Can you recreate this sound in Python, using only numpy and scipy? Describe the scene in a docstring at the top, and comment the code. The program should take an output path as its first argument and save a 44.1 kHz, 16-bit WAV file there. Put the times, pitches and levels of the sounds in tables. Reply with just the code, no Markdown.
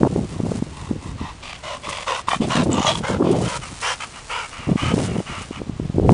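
"""A dog trots up through rough grass with a ball, passes close by, snorts and sniffs, then stands panting.
Each breath is turbulent air ringing the throat, mouth and nose, chopped unevenly by the soft palate.
Wet palate slaps and a gliding nostril whistle, made of narrow-band noise, colour the snorts and a sniff.
Gusts buffet the microphone with low rumble and pops: noise read at the pace of the wind, and short swirls.
Dry grass rustles under the paws as random ticks, stalks snap, and steady distant air lies underneath."""
import sys
import numpy as np
from scipy import signal
from scipy.fft import rfft, irfft
from scipy.io import wavfile
from scipy.ndimage import uniform_filter1d, map_coordinates

SR = 44100
rng = np.random.default_rng(int(sys.argv[2]) if len(sys.argv) > 2 else 0)


def persist_wave(psi):
    """Save psi, clipped to +-1, as 16-bit WAV."""
    counts = np.round(np.clip(psi, -1, 1) * 32767).astype(np.int16)
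    wavfile.write(sys.argv[1], SR, np.atleast_2d(counts).T)


N = 270375
TIME = np.arange(N) / SR  # s
FREQ = np.fft.rfftfreq(N, 1 / SR)  # Hz
EDGE_HZ = 10130  # upper band limit


def amp(db):
    """Logarithmic level: decibels become a pressure gain."""
    return 10 ** (np.asarray(db) / 20)


def unit(x):
    """Power normalisation: scales to rms 1."""
    return x / np.sqrt(np.mean(x ** 2) + 1e-20)


def colour(points, hz):
    """Spectral shaping: gain interpolated in dB over logarithmic frequency."""
    f, db = np.transpose(points)
    return amp(np.interp(np.log(hz + 1), np.log(f), db))


def follow(rows, t):
    """Linear interpolation: reads a curve at the given times."""
    return np.interp(t, *np.transpose(rows))


def tint(x, gain):
    """Linear filtering: multiplies the spectrum by a gain for each frequency."""
    return irfft(rfft(x) * gain, len(x))


def wobble(n, rate_hz):
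    """Band-limited random modulation: rms 1, up to about the given rate."""
    hz = np.fft.rfftfreq(n, 1 / SR)
    gain = hz / (hz + rate_hz / 4) / (1 + (hz / rate_hz) ** 4)
    return unit(tint(rng.standard_normal(n), gain))


def add(mix, s, sound):
    """Superposition: mixes a sound in at time s, or at the start if s is negative."""
    part = mix[max(round(s * SR), 0):][:len(sound)]
    part += sound[:len(part)]


def envelope(t, length, db, swell_db, attack, release):
    """Amplitude envelope: a soft attack, a hold that swells or sags, a soft release."""
    rise = np.clip(t / attack, 0, 1)
    fall = np.clip((length - t) / release, 0, 1)
    level_db = db + swell_db * (np.clip(t / length, 0, 1) - .5)
    return amp(level_db) * np.sin(np.pi / 2 * rise) ** 2 * np.sin(np.pi / 2 * fall) ** 2


# Spectrum of the steady air over the open field. Each row: frequency in Hz, relative density in dB per Hz.
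FIELD_SPECTRUM = [(15, -41.5), (25, 1.5), (70, -1.5), (128, -3), (205, -8), (365, -11.5), (1130, -12),
                  (1530, -18), (2720, -17.5), (8600, -30.5), (10000, -75.5), (13000, -63), (22000, -120)]


def field(level_db=-43):
    """Stationary noise: steady distant air over open ground."""
    gain = colour(FIELD_SPECTRUM, FREQ) * (FREQ < EDGE_HZ)
    return amp(level_db) * unit(tint(rng.standard_normal(N), gain))


# Steady stirring of the grass. Each row: time in seconds, relative level in dB.
STIRRING = [(0, -47.5), (1.3, -55.5), (1.9, -48.5), (2.25, -61), (2.6, -47), (3.2, -50.5), (3.8, -41.5),
            (4.6, -49), (5.4, -45.5), (5.7, -56.5), (6.05, -55), (6.13, -39.5)]
# Paws and legs sweeping through the grass. Each row: start in seconds, length in seconds,
# relative level in dB, swell from start to end in dB.
SWISHES = [(0.273, 0.1, -48, -5), (0.437, 0.17, -44.5, 7), (1.423, 0.098, -51, -8), (1.842, .39, -44.5, 6),
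           (2.267, 0.14, -39.5, -13), (2.452, 0.067, -40, -2), (2.794, 0.22, -41.5, 10),
           (3.059, 0.095, -39.5, -11), (3.341, 0.252, -37.5, 9.5), (4.270, 0.3, -46.5, -5),
           (4.778, 0.19, -47.5, -5), (4.923, 0.17, -37, 4), (5.362, 0.15, -50, 3)]


def stirring(attack_s=0.027, release_s=0.027):
    """Power addition: swishes add their power to the steady stirring, giving the gain of the rustle."""
    swishes = sum(envelope(TIME - start, length, db, swell_db, attack_s, release_s) ** 2
                  for start, length, db, swell_db in SWISHES)
    return np.sqrt(amp(follow(STIRRING, TIME)) ** 2 + swishes)


# Spectrum of brushing blades. Each row: frequency in Hz, relative density in dB per Hz.
BLADE_SPECTRUM = [(300, -17), (1000, 3.5), (2500, -1.5), (5000, -1.5), (7000, -1), (10000, -3)]
# Dry stalks that snap. Each row: time in seconds, relative level in dB.
SNAPS = [(1.893, -21), (2.635, -24.5), (2.9743, -28), (3.3135, -24.5), (3.4147, -25), (3.6894, -43),
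         (3.813, -20.5), (5.4187, -28)]


def grass(grass_db=2, ticks_per_s=1200, spread_db=8.0, soft_db=0, snap_db=-1, snap_decay_s=0.014, crisp_hz=6000):
    """Random impulses: blades tick at chance moments over a soft brush, and stalks snap as decaying noise."""
    sizes = amp(spread_db * np.minimum(rng.exponential(1, N), 3)) * rng.choice([-1, 1], N)
    ticks = sizes * (rng.random(N) < ticks_per_s / SR)
    brushing = unit(ticks) + amp(soft_db) * rng.standard_normal(N)
    rustle = unit(tint(brushing, colour(BLADE_SPECTRUM, FREQ) * (FREQ < EDGE_HZ)))
    snaps, t = np.zeros(N), np.arange(SR // 50) / SR
    for s, db in SNAPS:
        add(snaps, s, amp(db + snap_db) * np.exp(-t / snap_decay_s) * rng.standard_normal(len(t)))
    crisp_snaps = tint(snaps, FREQ / np.hypot(FREQ, crisp_hz))
    return rustle * amp(grass_db) * stirring() + crisp_snaps


# The light breeze between gusts. Each row: time in seconds, level in dB.
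BREEZE = [(0, -35), (.8, -39), (1.3, -41), (1.53, -49), (1.85, -44), (2.24, -49), (2.4, -37.5), (3.5, -39),
          (4.1, -52), (4.5, -52), (4.8, -42), (5.45, -42), (6.1, -36.5)]
# Gusts. Each row: start in seconds, length in seconds, level in dB, swell from start to end in dB,
# factor on the pace of the eddies.
GUSTS = [(0.000, 0.086, -17, 6.5, 1.09), (0.090, 0.12, -22, 6, 0.93), (0.177, 0.098, -24.5, -5.5, .9),
         (0.305, 0.13, -29.5, 2, 0.95), (0.439, .100, -23.5, -1.5, 1.2), (0.529, 0.087, -26, -2, 1),
         (0.657, 0.088, -37, -0.5, .8), (0.801, 0.06, -32.5, 3.5, .8), (0.872, 0.13, -29.5, -0.5, .85),
         (1.034, .150, -31, 0, 0.74), (1.199, 0.068, -27.5, -8.5, 0.73), (1.863, 0.062, -35, -1, 1.22),
         (2.400, 0.14, -23.5, -8, 1.21), (2.546, 0.11, -19.5, 1, 1.12), (2.65, .168, -19.5, -1.5, 1.15),
         (2.837, 0.22, -28, 3.5, 1.09), (3.087, 0.12, -22.5, 1, 1.14), (3.191, 0.17, -17.5, -0.5, 1.49),
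         (3.334, .160, -20.5, -3, 1.15), (3.540, 0.11, -35, 1, 0.97), (3.698, 0.068, -36, -3, 1.14),
         (4.577, 0.0402, -32.5, 1, .8), (4.665, 0.089, -21, -1.5, 0.84), (4.810, .110, -21, 1, 0.67),
         (4.899, 0.15, -21, 1.5, 1.05), (5.022, .200, -23.5, -0.5, .95), (5.284, 0.06, -31.5, -4, .8),
         (5.368, 0.067, -32.5, -3, .8), (5.559, .090, -33.5, -3.5, .8), (5.663, 0.1194, -33.5, -1.5, 0.65),
         (5.805, 0.086, -25, -0.5, .55), (5.937, .090, -20.5, 3, .7), (6.011, .140, -12.5, 10, 0.63)]


def gusting(breeze_pace=1.0, attack_s=.012, release_s=.022):
    """Power-weighted mean: gusts add to the breeze (level in dB), and the strongest dominates the pace."""
    power = amp(follow(BREEZE, TIME)) ** 2
    paced = breeze_pace * power
    for start, length, db, swell_db, pace in GUSTS:
        gust = envelope(TIME - start, length, db, swell_db, attack_s, release_s) ** 2
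        power, paced = power + gust, paced + pace * gust
    return 10 * np.log10(power), paced / power


# Spectrum of the eddies at unit speed. Each row: frequency in Hz, relative density in dB per Hz.
BUFFET_SPECTRUM = [(20, -25), (50, -8.5), (100, 1), (200, -1), (300, -8), (450, -11.5), (700, -19.5),
                   (1200, -35), (2500, -58), (5000, -90)]


def wind(wind_db=0, lumpy_db=3.0, lump_hz=42, speed_per_db=0.28, lump_speed_per_db=0.46, usual_db=-23,
         thin_hz=55, top_hz=1150):
    """Frozen turbulence: eddies swept over the microphone; faster air is louder and brighter."""
    gust_db, pace = gusting()
    lumps_db = lumpy_db * np.clip(wobble(N, lump_hz), -2, 2)
    speed = pace * amp(speed_per_db * (gust_db - usual_db) + lump_speed_per_db * lumps_db)
    size = 2 ** 19
    spectrum = colour(BUFFET_SPECTRUM, np.fft.rfftfreq(size, 1 / SR))
    eddies = unit(tint(rng.standard_normal(size), spectrum))
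    pressure = map_coordinates(eddies, [np.cumsum(speed)], order=1, mode="wrap") * amp(lumps_db)
    # the small capsule loses the deep bass, and the finest eddies cancel across its opening
    pressure = tint(pressure, FREQ / np.hypot(FREQ, thin_hz) / np.hypot(1, (FREQ / top_hz) ** 3))
    # a running rms over 1400 samples evens the level, so that gust_db alone sets it
    pressure /= np.sqrt(uniform_filter1d(pressure ** 2, size=1400) + 1e-9)
    return amp(wind_db + gust_db) * pressure


# The strongest single eddies that hit the microphone. Each row: time in seconds, relative level in dB,
# centre frequency in Hz, duration of the swirl in cycles.
EDDIES = [(.030, 2.5, 249, .5), (.033, -4, 880, 1.2), (.051, -5.5, 630, 0.8), (0.162, -4.5, 300, 0.68),
          (0.403, -6.5, 192, 0.41), (0.437, -9.5, 169, 0.86), (.451, -19, 398.5, 1.03),
          (.520, -12, 440, 1.1), (.625, -6, 190, 0.62), (.913, -6.5, 216, 0.74), (1.215, -13, 147.4, 0.65),
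          (2.366, -17.5, 172, 0.79), (2.407, -6, 213.3, 1.25), (2.600, -8.5, 240, 2.8),
          (2.696, -6.5, 295, 0.98), (2.715, -9, 231.2, 0.77), (2.805, -6.5, 197, 0.58),
          (3.103, -8.5, 400, 0.78), (3.21, -6.5, 323, 1.93), (3.309, -7, 367, 3.6),
          (4.691, -7.5, 232, 0.57), (4.718, -3.5, 160.1, 0.78), (4.759, -4, 182.9, 0.64),
          (4.941, -3, 206, 0.65), (4.981, -6, 340, .6), (5.167, -9, 338.2, 0.52), (5.186, -12, 146, 1),
          (5.204, -9.5, 330.8, 0.44), (5.511, -13, 244.1, 0.54), (5.618, -11, 284.2, 0.44),
          (5.697, -10.5, 183.5, 0.65), (5.8, -7.5, 206.3, 0.46), (5.9, -10.5, 140.7, 0.54),
          (5.984, -1.5, 260.4, 0.53), (5.999, -3, 345.4, 0.67), (6.0932, 6.5, 643.8, 0.53),
          (6.109, -3.5, 404, 0.71), (6.121, -3, 259, 0.42)]


def pops(pop_db=-2, steepen=0.38, core=3.7, top_hz=1320):
    """Vortex passage: an eddy pushes and pulls the pressure, with its phase bent as the narrow core passes."""
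    out, t = np.zeros(N), np.arange(-SR // 30, SR // 30) / SR
    for (s, db, hz, cycles), phase in zip(EDDIES, rng.random(len(EDDIES))):
        turn = 2 * np.pi * hz * t
        swirl = np.sin(turn + steepen * np.tanh(core * turn) + 2 * np.pi * phase)
        add(out, s + t[0], amp(db) * swirl / np.cosh(2 * hz * t / cycles))
    # the finest detail of an eddy cancels across the capsule
    return amp(pop_db) * tint(out, 1 / np.hypot(1, (FREQ / top_hz) ** 3))


# The faint nostril whistle of the long sniff, mostly sinking in pitch as the nostrils widen.
# Each row: time in seconds, centre frequency in Hz, relative level in dB.
NOSTRILS = [(2.701, 7600, -65), (2.72, 7480, -37), (2.76, 7100, -41), (2.80, 6400, -40), (2.836, 6320, -36),
            (2.882, 6370, -30.5), (2.895, 6040, -55)]


def nostrils(width_hz=650, whistle_db=-2, flutter_db=5.0, flutter_hz=130):
    """Narrow-band noise: turbulence in a narrow opening gives a fuzzy, fluttering, gliding whistle."""
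    s, hz, db = np.transpose(NOSTRILS)
    t = np.arange(s[0], s[-1], 1 / SR)
    turn = 2 * np.pi * np.cumsum(np.interp(t, s, hz)) / SR
    fuzz = wobble(len(t), width_hz) * np.cos(turn) + wobble(len(t), width_hz) * np.sin(turn)
    level_db = whistle_db + np.interp(t, s, db) + flutter_db * wobble(len(t), flutter_hz)
    return s[0], fuzz * amp(level_db)


def slap(db, hz, rise_s=0.0017, rasp_db=-16, rasp_hz=3000):
    """Impulsive excitation: the palate slaps open in a few cycles of throat resonance and a wet rasp."""
    t = np.arange(SR // 40) / SR
    swell = (t / rise_s) ** 2 * np.exp(2 * (1 - t / rise_s))
    lowpass = 1 / (1 + (np.fft.rfftfreq(len(t), 1 / SR) / rasp_hz) ** 4)
    rasp = unit(tint(rng.standard_normal(len(t)), lowpass))
    return amp(db) * swell * (np.sin(2 * np.pi * hz * t) + amp(rasp_db) * rasp)


# Broad colour of rushing air under the resonances. Each row: frequency in Hz, relative density in dB per Hz.
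RUSH_SPECTRUM = [(100, -30), (350, -30), (520, -0.5), (720, 2.5), (1100, 1.5), (1600, -6), (2400, 0),
                 (3250, 0.5), (3700, -4), (4500, -6.5), (6000, -8), (10000, -18.5)]


def airway(posture, hz, widen=0.93, rush_db=-15, low_hz=400):
    """Acoustic resonance: steep peaks, cut off in the bass, over a broad rush."""
    power = sum(amp(db) ** 2 / (1 + ((hz - f) / (widen * width + 30)) ** 2) ** 2 for f, width, db in posture)
    bass_cut = hz ** 8 / (hz ** 8 + low_hz ** 8)
    rush = amp(rush_db) * colour(RUSH_SPECTRUM, hz)
    return np.sqrt(power * bass_cut + rush ** 2)


# Spectrum of the hiss at the teeth and nostrils. Each row: frequency in Hz, relative density in dB per Hz.
HISS_SPECTRUM = [(1000, -42), (3000, -10.5), (4200, 17.5), (6000, 17), (8000, 19.5), (10000, 16.5)]


def breath(start, length, effort_db, swell_db, posture, flutter_db, hiss_db, flutter_hz=110, hiss_flutter=1.0,
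           drift=.02, drift_hz=9, attack_s=0.023, release_s=0.052, arch_db=6):
    """Source and filter: turbulence, chopped unevenly by the palate, rings the airway and hisses."""
    size = 2 ** 14
    t, hz = np.arange(size) / SR, np.fft.rfftfreq(size, 1 / SR)
    chop_db = flutter_db * np.clip(wobble(size, flutter_hz), -2, 2)
    throat = tint(rng.standard_normal(size) * amp(chop_db), airway(posture, hz))
    # jaw and tongue keep moving, so all the resonances slide a little together
    throat = map_coordinates(throat, [np.cumsum(1 + drift * wobble(size, drift_hz))], order=3, mode="wrap")
    hiss_gain = colour(HISS_SPECTRUM, hz) * (hz < EDGE_HZ)
    hiss = tint(rng.standard_normal(size) * amp(hiss_flutter * chop_db), hiss_gain)
    # effort and hiss are levelled against the throat's sound in the presence band
    presence = (hz > 2000) & (hz < 3600)
    air = throat / tint(throat, presence).std() + amp(hiss_db) * unit(hiss)
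    # the arch is highest midway
    bend_db = -arch_db * (2 * np.minimum(t / length, 1) - 1) ** 2
    return start, air * envelope(t, length, effort_db + bend_db, swell_db, attack_s, release_s)


# Postures of the airway, as resonances. Each row: frequency in Hz, nominal width in Hz, relative level in dB.
AROUND_BALL = [(1004, 125, 3.5), (1950, 100, -6), (2720, 86, -9.5), (3210, 25, -24), (3670, 45, -9),
               (4050, 21, -10)]
DRAWING_IN = [(1150, 78, -5.5), (2370, 530, -9), (3200, 510, -9), (4160, 67, -19), (4680, 88, -12),
              (6150, 56, -30), (6900, 270, -38)]
BALL_DROPPED = [(612, 24, 1), (1063, 116, -3), (1420, 30, -8), (2010, 71, -9), (2900, 55, -10),
                (3630, 99, -16), (3990, 42, -17), (6050, 200, -27)]
GASPING = [(570, 50, -4.5), (1086, 91, -3), (2048, 79, -6), (2430, 310, -9.5), (2740, 26, -21),
           (3400, 220, -9.5), (4880, 92, -17)]
HUFFING = [(540, 52, -2.5), (1040, 84, 3), (1439, 66, -7.5), (1940, 54, -7.5), (2650, 73, -9.5),
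           (2950, 120, -10.5), (3670, 80, -11), (5100, 56, -17), (6100, 120, -18)]
SNORTING = [(710, 112, -1), (1160, 79, 5), (1880, 160, -3), (2400, 81, 0.5), (3100, 39.2, 0),
            (3550, 127, -4), (4900, 79, -19)]
BLOWING = [(661.5, 33, -3.5), (1015, 77, 1), (1360, 48, -5), (1730, 260, -11.5), (2790, 44.7, -7),
           (3850, 38, -11), (4200, 62, -14), (6130, 220, -34), (7014, 80, -21)]
SNIFFING = [(887, 250, -2), (1165, 28, 0.5), (1940, 42, -11.5), (2880, 68, -6), (3500, 76, -18),
            (3590, 42, -9)]
NOSE_FLARED = [(624, 17, 2), (910, 25, 0), (1152, 30, -5), (3260, 115, -2), (3920, 37, -5.5)]
SIGHING = [(529, 46, 4.5), (950, 150, 1), (1440, 165, -0.5), (2110, 25, -4.5), (3095, 97, -11),
           (3803, 42, -16), (5200, 86, -25), (6860, 140, -21)]
MOUTH_OPENING = [(544, 38.7, 1.5), (975.4, 23, 4), (1336, 86, 0), (2010, 130, -8), (2501, 93, -8.5),
                 (3080, 68, -6), (4290, 45, -16), (5500, 74, -23)]
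MOUTH_WIDE = [(484, 27, -7), (1034, 190, -2), (1377, 30, -0.5), (1684, 80, -4.5), (1984, 80, -6),
              (2357, 113, -7.5), (2772, 17, 0), (3080, 135, -5.5), (5450, 710, -15)]
TONGUE_OUT = [(484, 81, -4), (939, 61, 4.5), (1360, 103, 3), (1878, 137, -4.5), (2286, 70, 1),
              (2836, 190, -1), (3284, 41, -7), (4810, 130, -12), (6890, 58, -16)]
LIPS_BACK = [(896, 21, -3), (1213, 70, 2), (1540, 133, -7.5), (2094, 167, -7.5), (2440, 159, -5.5),
             (2990, 50, -1.5), (3500, 100, -34), (4450, 81, -31)]
EASING = [(880, 420, -10.5), (1220, 160, -1), (2055, 340, -7), (2380, 140, -6.5), (2840, 65, -1.5),
          (3300, 31, -17), (3660, 82, -31), (3910, 41, -30)]
# The breaths. Each row: start in seconds, length in seconds, relative effort in dB, swell from start to end
# in dB, airway posture, palate flutter in dB, relative hiss at the teeth and nostrils in dB.
BREATHS = [ (0.292, 0.17, -55.5, -5, AROUND_BALL, -1, -18), (0.722, 0.23, -52, -8, AROUND_BALL, 3.5, -1),
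           (1.004, .15, -52.5, -6, AROUND_BALL, 2.5, 1), (1.17, 0.18, -45.5, 1, AROUND_BALL, 0.3, -26),
           (1.413, 0.19, -38.5, -6, DRAWING_IN, 4, -30), (1.62, 0.18, -38, -1.5, BALL_DROPPED, 1.6, -32),
           (1.820, 0.25, -35, -1.5, GASPING, 3.5, -13), (2.057, 0.18, -33.5, -13, HUFFING, 2.3, -32.5),
           (2.263, 0.064, -33.5, 3.5, AROUND_BALL, -5, -14), (2.294, 0.097, -29.5, -11, SNORTING, 3, -26),
           (2.398, 0.097, -37.5, -7, DRAWING_IN, 0, -7.5), (2.488, 0.17, -30.5, -4, BLOWING, 2.5, -13),
           (2.693, 0.25, -33.5, 6.5, SNIFFING, 3, -24), (2.853, 0.11, -24, -12, NOSE_FLARED, 3.5, -17.5),
           (2.917, 0.11, -37, -4, NOSE_FLARED, 8.5, -13), (3.022, 0.18, -37.5, -10, SIGHING, 2.3, -16),
           (3.229, 0.19, -42, -8, DRAWING_IN, 2, -23), (3.410, 0.19, -36, 6.5, MOUTH_OPENING, 1.3, -14),
           (3.609, 0.12, -42, -16, EASING, 3, -5), (3.812, 0.16, -28, -3, MOUTH_WIDE, 1.2, -9),
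           (3.990, 0.087, -33.5, -2, LIPS_BACK, 3, -10), (4.12, .12, -44, -2, EASING, 2.2, -17),
           (4.286, 0.21, -33, -10, TONGUE_OUT, 0.9, -17), (4.505, 0.26, -41.5, -7.5, EASING, 1.9, -27),
           (4.757, 0.2, -31, 1, LIPS_BACK, 1.2, -15.5), (4.967, 0.29, -43.5, -7, EASING, 3, -23),
           (5.25, .23, -38, -7, EASING, 0, -25), (5.505, 0.12, -41.5, 4, EASING, 3.5, -17)]
# Slaps of the soft palate. Each row: time in seconds, peak level of the ring in dB, ring frequency in Hz.
SLAPS = [(1.871, -19, 1080), (1.889, -19.5, 1125), (1.937, -24, 1096), (2.072, -18.5, 1005),
         (2.105, -14, 1010), (2.12, -14, 1030), (2.284, -6.5, 1050), (2.317, -15, 1164), (2.332, -9.5, 813),
         (2.847, -9, 882), (2.877, -15, 780)]


def dog(breath_db=1.5, slap_db=0):
    """Superposition of sources: all the breaths, the nostril whistle and the palate slaps."""
    air, slaps = np.zeros(N), np.zeros(N)
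    for row in BREATHS:
        add(air, *breath(*row))
    add(air, *nostrils())
    for s, db, hz in SLAPS:
        add(slaps, s, slap(db, hz))
    return amp(breath_db) * air + amp(slap_db) * slaps


def scene():
    """Free field: air, grass, wind and dog add up in the open, with no echo."""
    return (field() + grass() + wind() + pops() + dog())[None]


def record(dry):
    """Saturation: the microphone overloads softly on the hardest gusts; then soft ends and the band limit."""
    squashed = dry / (1 + dry ** 8) ** (1 / 8)
    ends = np.minimum(np.minimum(TIME, TIME[-1] - TIME) / .003, 1)  # 3 ms fades
    lowpass = signal.firwin(511, EDGE_HZ, window=("kaiser", 8), fs=SR)
    return signal.oaconvolve(squashed * ends, lowpass[None], "same")


dry = scene()
out = record(dry)
persist_wave(out)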